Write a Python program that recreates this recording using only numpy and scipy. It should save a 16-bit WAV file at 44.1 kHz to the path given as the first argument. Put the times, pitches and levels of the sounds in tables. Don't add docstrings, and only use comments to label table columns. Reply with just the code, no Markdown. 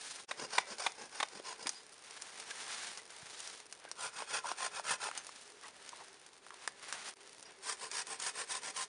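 import sys
import numpy as np
from scipy import signal
from scipy.fft import rfft, irfft
from scipy.io import wavfile
from scipy.ndimage import uniform_filter1d

SR = 44100
rng = np.random.default_rng(int(sys.argv[2]) if len(sys.argv) > 2 else 0)


def wrap_up_sound(samples):
    columns = np.atleast_2d(samples).T
    tamed = np.clip(columns, -1, 1)
    steps = np.round(tamed * 32767).astype(np.int16)
    wavfile.write(sys.argv[1], SR, steps)


N = 391588
NFFT = 4096
HZ = np.fft.rfftfreq(NFFT, 1 / SR)
T = np.arange(N) / SR

# (frequency [Hz], level [dB])
AIR_EQ = [(25, -22), (60, -15), (150, -10.5), (280, -8), (420, -8), (560, -4.5), (1000, -4.5), (2500, -25),
          (6000, -30), (10000, -16)]
ECHO_EQ = [(100, 4), (500, -1), (1200, -8.5), (2200, 0), (3500, -5.5), (9000, -12)]
SWISH_EQ = [(30, -33), (100, -19), (200, -11), (400, -10.5), (800, 1), (1200, 0.5), (1650, 3), (2400, 0.5),
            (4000, -0.5), (7000, -3.5), (9000, -4.5), (11000, -4.5), (13000, -59)]
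SNAP_EQ = [(100, -30), (500, -6.5), (1400, -4), (3000, -4.5), (6000, -1.5), (9000, -3.5), (11000, -2.5),
           (13000, -21)]
KNOCK_EQ = [(50, -36), (160, -31), (330, -3), (500, 6), (750, 9), (1100, 1), (1600, -5.5), (2500, -14.5),
            (5000, -8), (11000, -98)]
CRACK_EQ = [(50, -43), (160, -21), (400, -12.5), (700, -7.5), (1200, -1.5), (2200, -4.5), (3700, -5),
            (4600, -4.5), (7000, -7.5), (10000, -7)]
RASP_EQ = [(40, -27), (90, -20.5), (160, -9), (280, -11.5), (450, -3), (900, 3), (1700, 4.5), (2500, 4.5),
           (4000, -3.5), (6000, -4), (7500, -4), (9000, -3), (11000, -5), (13000, -82)]
MIC_EQ = [(20, 2.5), (7300, -1), (7900, -5.5), (8300, -0.5), (9500, 0.5), (10200, -7.5), (10800, -18.5),
          (11300, -39)]

# (frequency [Hz], width [Hz], lift [dB])
HUM_MODES = [(420, 155, 8)]
BLADE_MODES = [(4480, 150, 3), (4920, 150, 5.5), (5270, 150, 4.5), (5750, 140, 4.5), (6530, 150, 4.5),
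               (7100, 180, 2), (8450, 400, 3), (9300, 350, 3)]
JUMP_MODES = [(904, 340, 16), (1520, 86, 3), (2020, 160, 13), (2430, 220, 12), (3400, 230, 7.5),
              (3670, 270, 10.5)]
BRANCH_MODES_1 = [(425, 180, 17), (810, 150, 9.5), (1010, 130, 11), (1560, 140, 9), (2100, 120, -15),
                  (5270, 1800, 6)]
BRANCH_MODES_2 = [(440, 50, 4.9), (824, 170, 13.8), (1028, 34, 20.3), (1382, 130, 17.5), (1640, 330, 10),
                  (2520, 160, 8.6), (3330, 300, 1.1)]
BRANCH_MODES_3 = [(445, 31, 8.4), (783, 27, 12.4), (1010, 91, 15), (1430, 220, 6.1), (1790, 200, 9.7),
                  (2250, 180, 2.3), (2570, 78, 2.7), (7970, 600, 1.3)]

# (time [s], pitch [Hz])
DRONE_PITCH = [(0, 440), (2.0, 438), (5.4, 415), (6.2, 383), (7.4, 396), (8.88, 420)]
# (start [s], length [s], relative level [dB], treble re body [dB])
HAULS = [(-0.2, 0.51, -51.5, 3.5), (0.158, 0.06, -47, -4.5), (1.59, 0.3, -60, 3), (1.803, 0.98, -52.5, -2),
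         (2.334, 0.77, -45.5, -0.5), (3.022, 0.31, -53.5, -2), (3.129, 0.57, -53, 2),
         (3.77, 0.16, -57, -12), (5.084, 0.16, -46.5, -5.5), (5.022, 0.64, -58.5, 1),
         (5.591, 0.13, -52, -3), (5.61, 0.63, -56.5, -2), (6.483, 0.27, -55, -3.5),
         (6.728, 0.45, -47.5, -3.5), (7.017, 0.11, -47.5, 1), (7.15, 0.4, -74, 9), (7.38, 0.2, -57.5, -16)]
# (start [s], length [s], initial pitch [Hz], level [dB])
CREAKS = [(4.436, 0.036, 1050, -41.5), (5.628, 0.054, 1300, -54), (5.92, 0.025, 1270, -51),
          (5.983, 0.054, 1070, -55), (6.514, 0.04, 1250, -56)]
# (time [s], pitch [Hz], relative level [dB], t60 [s])
PINGS = [(1.625, 4930, -38.5, 0.093), (1.672, 4900, -44, 0.15), (1.752, 4900, -46, 0.18),
         (2.511, 1630, -31, 0.034), (2.992, 2000, -40, 0.044), (3.876, 1580, -36.5, 0.029),
         (5.176, 6300, -41, .12), (5.640, 1940, -42, 0.062), (7.452, 5620, -52, 0.16),
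         (7.454, 4930, -47, 0.097)]
# (time [s], impulse level [dB], splinter re impulse [ratio])
SNAPS = [(0.784, -27.5, 0.18), (0.92, -30.5, 0.08), (1.286, -32, 0.087), (1.6282, -27, .1),
         (1.6703, -20, 0.25), (1.6929, -12.5, 0.059), (2.109, -31.5, .1), (2.221, -22, 0.086),
         (2.3997, -23, 0.11), (2.507, -24, 0.087), (2.9743, -27, 0.15), (3.1036, -33, 0.15),
         (3.4038, -24.5, .08), (3.475, -23, 0.083), (3.7258, -26, 0.11), (3.9148, -19, 0.052),
         (5.176, -21.5, 0.19), (5.2677, -26.5, 0.1), (5.892, -24.5, 0.043), (6.2638, -33.5, 0.11),
         (6.676, -14.5, .04), (6.926, -20, 0.13), (7.4266, -30, 0.11), (7.9149, -23.5, 0.15),
         (8.0698, -26, 0.11), (8.1998, -22, 0.12), (8.6333, -29, .12)]
# (time [s], relative level [dB], pitch [ratio])
KNOCKS = [(0.3119, -38, 1.08), (.584, -38.5, 1.25), (1.231, -36, 1.6), (1.399, -44, 0.7),
          (1.657, -49, 0.38), (2.511, -45.5, 3.9), (3.226, -58, 0.21), (3.851, -51.5, 0.98),
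          (4.222, -39, 1.08), (4.516, -33.5, 1.13), (4.797, -37.5, 1.3), (5.088, -40, 1.12),
          (5.114, -41.5, 1.9), (5.292, -49.5, 1.37), (6.466, -54, 1.7), (6.506, -44.5, 1.84),
          (6.677, -33.5, 1.86), (6.926, -42.5, 2.1), (7.079, -50, 1.8)]
# (time [s], relative level [dB], hold [s])
JUMPS = [(0.311, -38, 0.0056), (0.5815, -23, 0.0037), (0.8634, -29, 0.0056), (1.2012, -32.5, 0.0061),
         (1.228, -30.5, 0.004), (1.66, -45.5, 0.02)]
# (centre [s], depth [dB], half width [s])
DIPS = [(.266, 44, .019), (7.151, 26, .013)]

# (blade turn [s], effort [dB])
CUT_1 = [(0.278, -54), (0.35, -49), (0.488, -45), (0.655, -49.5), (0.762, -45.5), (0.93, -54.5),
         (1.098, -51), (1.29, -55), (1.422, -48), (1.57, -55.5)]
CUT_2 = [(3.955, -43), (4.108, -46), (4.257, -39.5), (4.413, -44), (4.548, -40.5), (4.696, -45),
         (4.821, -38), (4.972, -41.5)]
CUT_3 = [(7.61, -45.5), (7.765, -48), (7.895, -43.5), (8.042, -48.5), (8.178, -43), (8.326, -45),
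         (8.456, -44.5), (8.602, -45.5), (8.724, -43.5)]
# (speed peak [share of stroke], branch thrum [dB], wood rasp [dB], tooth hiss [dB])
FEEL_1 = [(.4, -13.5, 0, 1.5), (0.561, -4, 1, 2.5)]
FEEL_2 = [(.64, -15, -0.11, 0.6), (.62, -13.5, -0.53, -0.5)]
FEEL_3 = [(.6, -15.5, -.2, 4.46), (.62, -9.5, -0.23, 2.9)]


def gain_of(db):
    return 10 ** (np.asarray(db) / 20)


def unit_rms(x):
    return x / np.sqrt(np.mean(x ** 2) + 1e-20)


def add(mix, start_s, sound):
    part = mix[max(round(start_s * SR), 0):][:len(sound)]
    part += sound[:len(part)]


def spectrum(points, pitch=1):
    hz, db = np.transpose(points)
    return gain_of(np.interp(np.log(HZ + 1), np.log(hz * pitch + 1), db))


def resonances(modes):
    peaks = sum(gain_of(2 * db) / (1 + (2 * (HZ - hz) / width_hz) ** 2) for hz, width_hz, db in modes)
    return np.sqrt(1 + peaks)


def ripple(depth_db, spacing_hz):
    knots_hz = np.arange(0, SR / 2, spacing_hz)
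    return gain_of(depth_db * np.interp(HZ, knots_hz, rng.standard_normal(len(knots_hz))))


def ring(gain):
    log_gain = np.log(np.maximum(gain, 1e-5))
    mirrored = np.concatenate([log_gain, log_gain[-2:0:-1]])
    return np.fft.ifft(np.exp(np.conj(signal.hilbert(mirrored)))).real[:NFFT // 2]


def through(x, gain):
    response = ring(gain)
    return signal.oaconvolve(x, response / np.linalg.norm(response))[:len(x)]


def resonate(x, hz, stage_width_hz):
    carrier = np.exp(2j * np.pi * np.cumsum(hz) / SR)
    pole = np.exp(-np.pi * stage_width_hz / SR)
    for _ in range(2):
        x = 2 * (carrier * signal.lfilter([1 - pole], [1, -pole], x / carrier)).real
    return x


def wander(rate_hz):
    rolloff = 1 + (np.fft.rfftfreq(N, 1 / SR) / rate_hz) ** 4
    return unit_rms(irfft(rfft(rng.standard_normal(N)) / rolloff, N))


def grains(per_s, spread_db):
    size = gain_of(spread_db * np.minimum(rng.exponential(1, N), 4))
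    return unit_rms(size * rng.choice([-1, 1], N) * (rng.random(N) < per_s / SR))


def swing(t, start_s, end_s, peak_share):
    return np.pi * np.interp((t - start_s) / (end_s - start_s), [0, peak_share, 1], [0, .5, 1])


def air(level_db=-66, swell_db=1):
    noise = through(rng.standard_normal(N), spectrum(AIR_EQ) * resonances(HUM_MODES))
    return gain_of(level_db + swell_db * wander(2.3)) * noise


def drone(level_db=-75.5, swell_db=3.5):
    hz = np.interp(T, *np.transpose(DRONE_PITCH))
    tone = resonate(rng.standard_normal(N), hz, stage_width_hz=46)
    return gain_of(level_db + swell_db * wander(3.4)) * unit_rms(tone)


def trunk_echo(x, gain_db=-14, t60_s=0.31, rise_s=0.0058):
    t = T[:SR // 2]
    scatter = rng.standard_normal(len(t)) * gain_of(-60 * t / t60_s) * np.minimum(t / rise_s, 1) ** 2
    echo = signal.oaconvolve(x, scatter / np.linalg.norm(scatter))[:N]
    return gain_of(gain_db) * signal.oaconvolve(echo, ring(spectrum(ECHO_EQ)))[:N]


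def jacket(cuts, sawing_db=-60, resting_db=-62, flutter_db=1.5):
    in_cut = sum((T > strokes[0][0]) & (T < strokes[-1][1]) for strokes in cuts)
    busy = uniform_filter1d(in_cut.astype(float), size=800)
    cloth = unit_rms(rng.standard_normal(N) + .5 * grains(500, 4))
    level = gain_of(resting_db + (sawing_db - resting_db) * busy + flutter_db * wander(18))
    return level * through(cloth, spectrum(SWISH_EQ))


def haul_envelopes(peak_share=0.53, speed_exponent=1.73):
    body_power, treble_power = np.zeros((2, N))
    for start_s, length_s, db, treble_db in HAULS:
        end_s = start_s + length_s
        speed = abs(np.sin(swing(T[:int(end_s * SR)], start_s, end_s, peak_share)))
        level = gain_of(db) * speed ** speed_exponent
        add(body_power, 0, level ** 2)
        add(treble_power, 0, (level * gain_of(treble_db)) ** 2)
    return np.sqrt(body_power), np.sqrt(treble_power)


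def hauling(body_env, treble_env, body_db=-2, treble_db=1, flutter_db=1.8, split_hz=3500):
    flutter = gain_of(flutter_db * wander(34))
    high_share = 1 / (1 + (split_hz / (HZ + 1)) ** 6)
    crust = 0.59 * grains(1500, 5.4)
    coarse = unit_rms((rng.standard_normal(N) + crust) * flutter)
    ice = .35 * grains(200, 3.5)
    fine = unit_rms((rng.standard_normal(N) + crust + ice) * flutter)
    scrape = through(coarse, spectrum(SWISH_EQ) * np.sqrt(1 - high_share))
    fizz = through(fine, spectrum(SWISH_EQ) * np.sqrt(high_share))
    return gain_of(body_db) * body_env * scrape + gain_of(treble_db) * treble_env * fizz


def twig_ticks(motion, gain_db=-58, ticks_per_s=40, splinter_s=0.0023, count=6):
    out, t = np.zeros(N), T[:NFFT]
    for _ in range(count):
        tick = (t == 0) + 0.17 * rng.standard_normal(NFFT) * np.exp(-t / splinter_s)
        ticks = signal.oaconvolve(grains(ticks_per_s / count, 1.3), tick)[:N]
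        out += through(ticks, spectrum(SNAP_EQ) * ripple(3, 900))
    force = (0.013 + motion / motion.max()) ** 0.2
    return gain_of(gain_db) * force * unit_rms(out)


def stick_slip(length_s, start_hz, glide_ratio, db):
    hz = np.geomspace(start_hz, start_hz * glide_ratio, int(length_s * SR))
    slips = rng.standard_normal(SR // 4)[:len(hz)]
    mode = resonate(slips, hz, stage_width_hz=0.3 * start_hz)
    return gain_of(db) * unit_rms(mode) * signal.windows.tukey(len(hz), .7)


def creaks(glide_ratio=0.67):
    out = np.zeros(N)
    for start_s, length_s, hz, db in CREAKS:
        add(out, start_s, stick_slip(length_s, hz, glide_ratio, db))
    return out


def pings(gain_db=-1, rise_s=0.0023, roughness=0.27):
    out, t = np.zeros(N), T[:SR // 3]
    for start_s, hz, db, t60_s in PINGS:
        envelope = gain_of(db + gain_db - 60 * t / t60_s) * (1 - np.exp(-t / rise_s))
        add(out, start_s, envelope * np.sin(2 * np.pi * hz * t))
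    return out * (1 + roughness * wander(150))


def snaps(tear=0.14, tear_s=0.0015, splinter_s=0.0073):
    out, t = np.zeros(N), T[:NFFT]
    for start_s, db, splinter in SNAPS:
        envelope = tear * np.exp(-t / tear_s) + splinter * np.exp(-t / splinter_s)
        fibres = rng.standard_normal(NFFT) * envelope
        add(out, start_s, gain_of(db) * ((t == 0) + fibres))
    return through(out, spectrum(SNAP_EQ) * resonances(BLADE_MODES))


def knocks(gain_db=23, rattle=0.073, rattle_s=0.0033):
    out, t = np.zeros(N), T[:NFFT]
    for start_s, db, pitch in KNOCKS:
        blow = (t == 0) + rattle * rng.standard_normal(NFFT) * np.exp(-t / rattle_s)
        add(out, start_s, gain_of(db + gain_db) * through(blow, spectrum(KNOCK_EQ, pitch)))
    return out


def strokes_of(cut, feel, stop_s, overlap_s=.005):
    ends_s = [turn_s for turn_s, _ in cut[1:]] + [stop_s]
    strokes = []
    for k, ((turn_s, effort_db), end_s) in enumerate(zip(cut, ends_s)):
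        peak_share, *offsets_db = feel[k % 2]
        bands_db = effort_db + np.array(offsets_db)
        strokes.append((turn_s - overlap_s, end_s + overlap_s, peak_share, effort_db, bands_db))
    return strokes


def groans(strokes, start_hz, glide_ratio, gain_db, stroke_share=0.32):
    out = np.zeros(N)
    for start_s, end_s, peak_share, effort_db, _ in strokes[1::2]:
        length_s = stroke_share * (end_s - start_s)
        peak_s = start_s + peak_share * (end_s - start_s)
        add(out, peak_s - length_s / 2, stick_slip(length_s, start_hz, glide_ratio, effort_db + gain_db))
    return out


def blade_jumps(gain_db=3, fade_s=0.0036):
    out, t = np.zeros(N), T[:NFFT]
    for start_s, db, hold_s in JUMPS:
        chatter = rng.standard_normal(NFFT) * np.exp(-np.maximum(t - hold_s, 0) / fade_s)
        add(out, start_s, gain_of(db + gain_db) * chatter)
    return through(out, spectrum(CRACK_EQ) * resonances(JUMP_MODES))


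def tip_reflection(rasp, t, position, reflected=.55, min_delay_s=.0009, sweep_s=.0009):
    in_steel = signal.lfilter(*signal.butter(2, 3000, "high", fs=SR), rasp)
    return reflected * np.interp(t - min_delay_s - sweep_s * position, t, in_steel)


def sawing(strokes, modes, tooth_hz, bite_share, chips, grab_db, speed_exponent):
    tearing = rng.standard_normal(N) + chips * grains(5000, 1.7)
    tearing *= gain_of(grab_db * wander(96))
    jitter = 1 + .08 * wander(40)
    thrum_band = 1 / (1 + (HZ / 600) ** 8)
    hiss_band = 1 / (1 + (3000 / (HZ + 1)) ** 8)
    bands = [thrum_band, np.maximum(1 - thrum_band - hiss_band, 0), hiss_band]
    out = np.zeros(N)
    for k, (start_s, end_s, peak_share, _, bands_db) in enumerate(strokes):
        span = slice(int(start_s * SR), int(end_s * SR))
        angle = swing(T[span], start_s, end_s, peak_share)
        speed = abs(np.sin(angle))
        position = (1 - (-1) ** k * np.cos(angle)) / 2
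        tooth_phase = (np.cumsum(tooth_hz * speed * jitter[span]) / SR) % 1
        rasp = tearing[span] * (0.39 + np.exp(-tooth_phase / bite_share))
        rasp += tip_reflection(rasp, T[span], position)
        detune = 1 + 0.031 * (2 * rng.random() - 1)
        branch = resonances([(hz * detune, width_hz, db) for hz, width_hz, db in modes])
        body = spectrum(RASP_EQ) * branch * resonances(BLADE_MODES)
        body *= ripple(2.3, 60)
        colour = sum(gain_of(db) * unit_rms(band * body) for db, band in zip(bands_db, bands))
        add(out, start_s, signal.oaconvolve(unit_rms(rasp) * speed ** speed_exponent, ring(colour)))
    return out


def scene():
    first = strokes_of(CUT_1, FEEL_1, stop_s=1.662)
    second = strokes_of(CUT_2, FEEL_2, stop_s=5.11)
    third = strokes_of(CUT_3, FEEL_3, stop_s=8.865)
    saw = sawing(first, BRANCH_MODES_1, tooth_hz=607, bite_share=0.71,
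                 chips=0.47, grab_db=2.75, speed_exponent=1.64)
    saw += groans(first, start_hz=315, glide_ratio=0.54, gain_db=-10)
    saw += blade_jumps()
    saw += sawing(second, BRANCH_MODES_2, tooth_hz=900, bite_share=0.33,
                  chips=0.28, grab_db=2.2, speed_exponent=1.75)
    saw += groans(second, start_hz=1000, glide_ratio=1.03, gain_db=-6)
    saw += sawing(third, BRANCH_MODES_3, tooth_hz=859, bite_share=0.41,
                  chips=0.35, grab_db=2.0, speed_exponent=1.62)
    body_env, treble_env = haul_envelopes()
    handling = knocks() + snaps() + pings() + creaks() + jacket([first, second, third])
    dragging = hauling(body_env, treble_env) + twig_ticks(treble_env)
    work = saw + handling + dragging
    return (work + trunk_echo(work) + air() + drone())[None]


def record(dry, cutoff_hz=11250):
    coloured = signal.oaconvolve(dry, ring(spectrum(MIC_EQ))[None])[:, :N]
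    dip_db = sum(db * np.maximum(1 - abs(T - centre_s) / half_s, 0) for centre_s, db, half_s in DIPS)
    lowpass = signal.firwin(511, cutoff_hz, window=("kaiser", 9), fs=SR)
    return signal.oaconvolve(coloured * gain_of(-dip_db), lowpass[None], "same")


dry = scene()
out = record(dry)
wrap_up_sound(out)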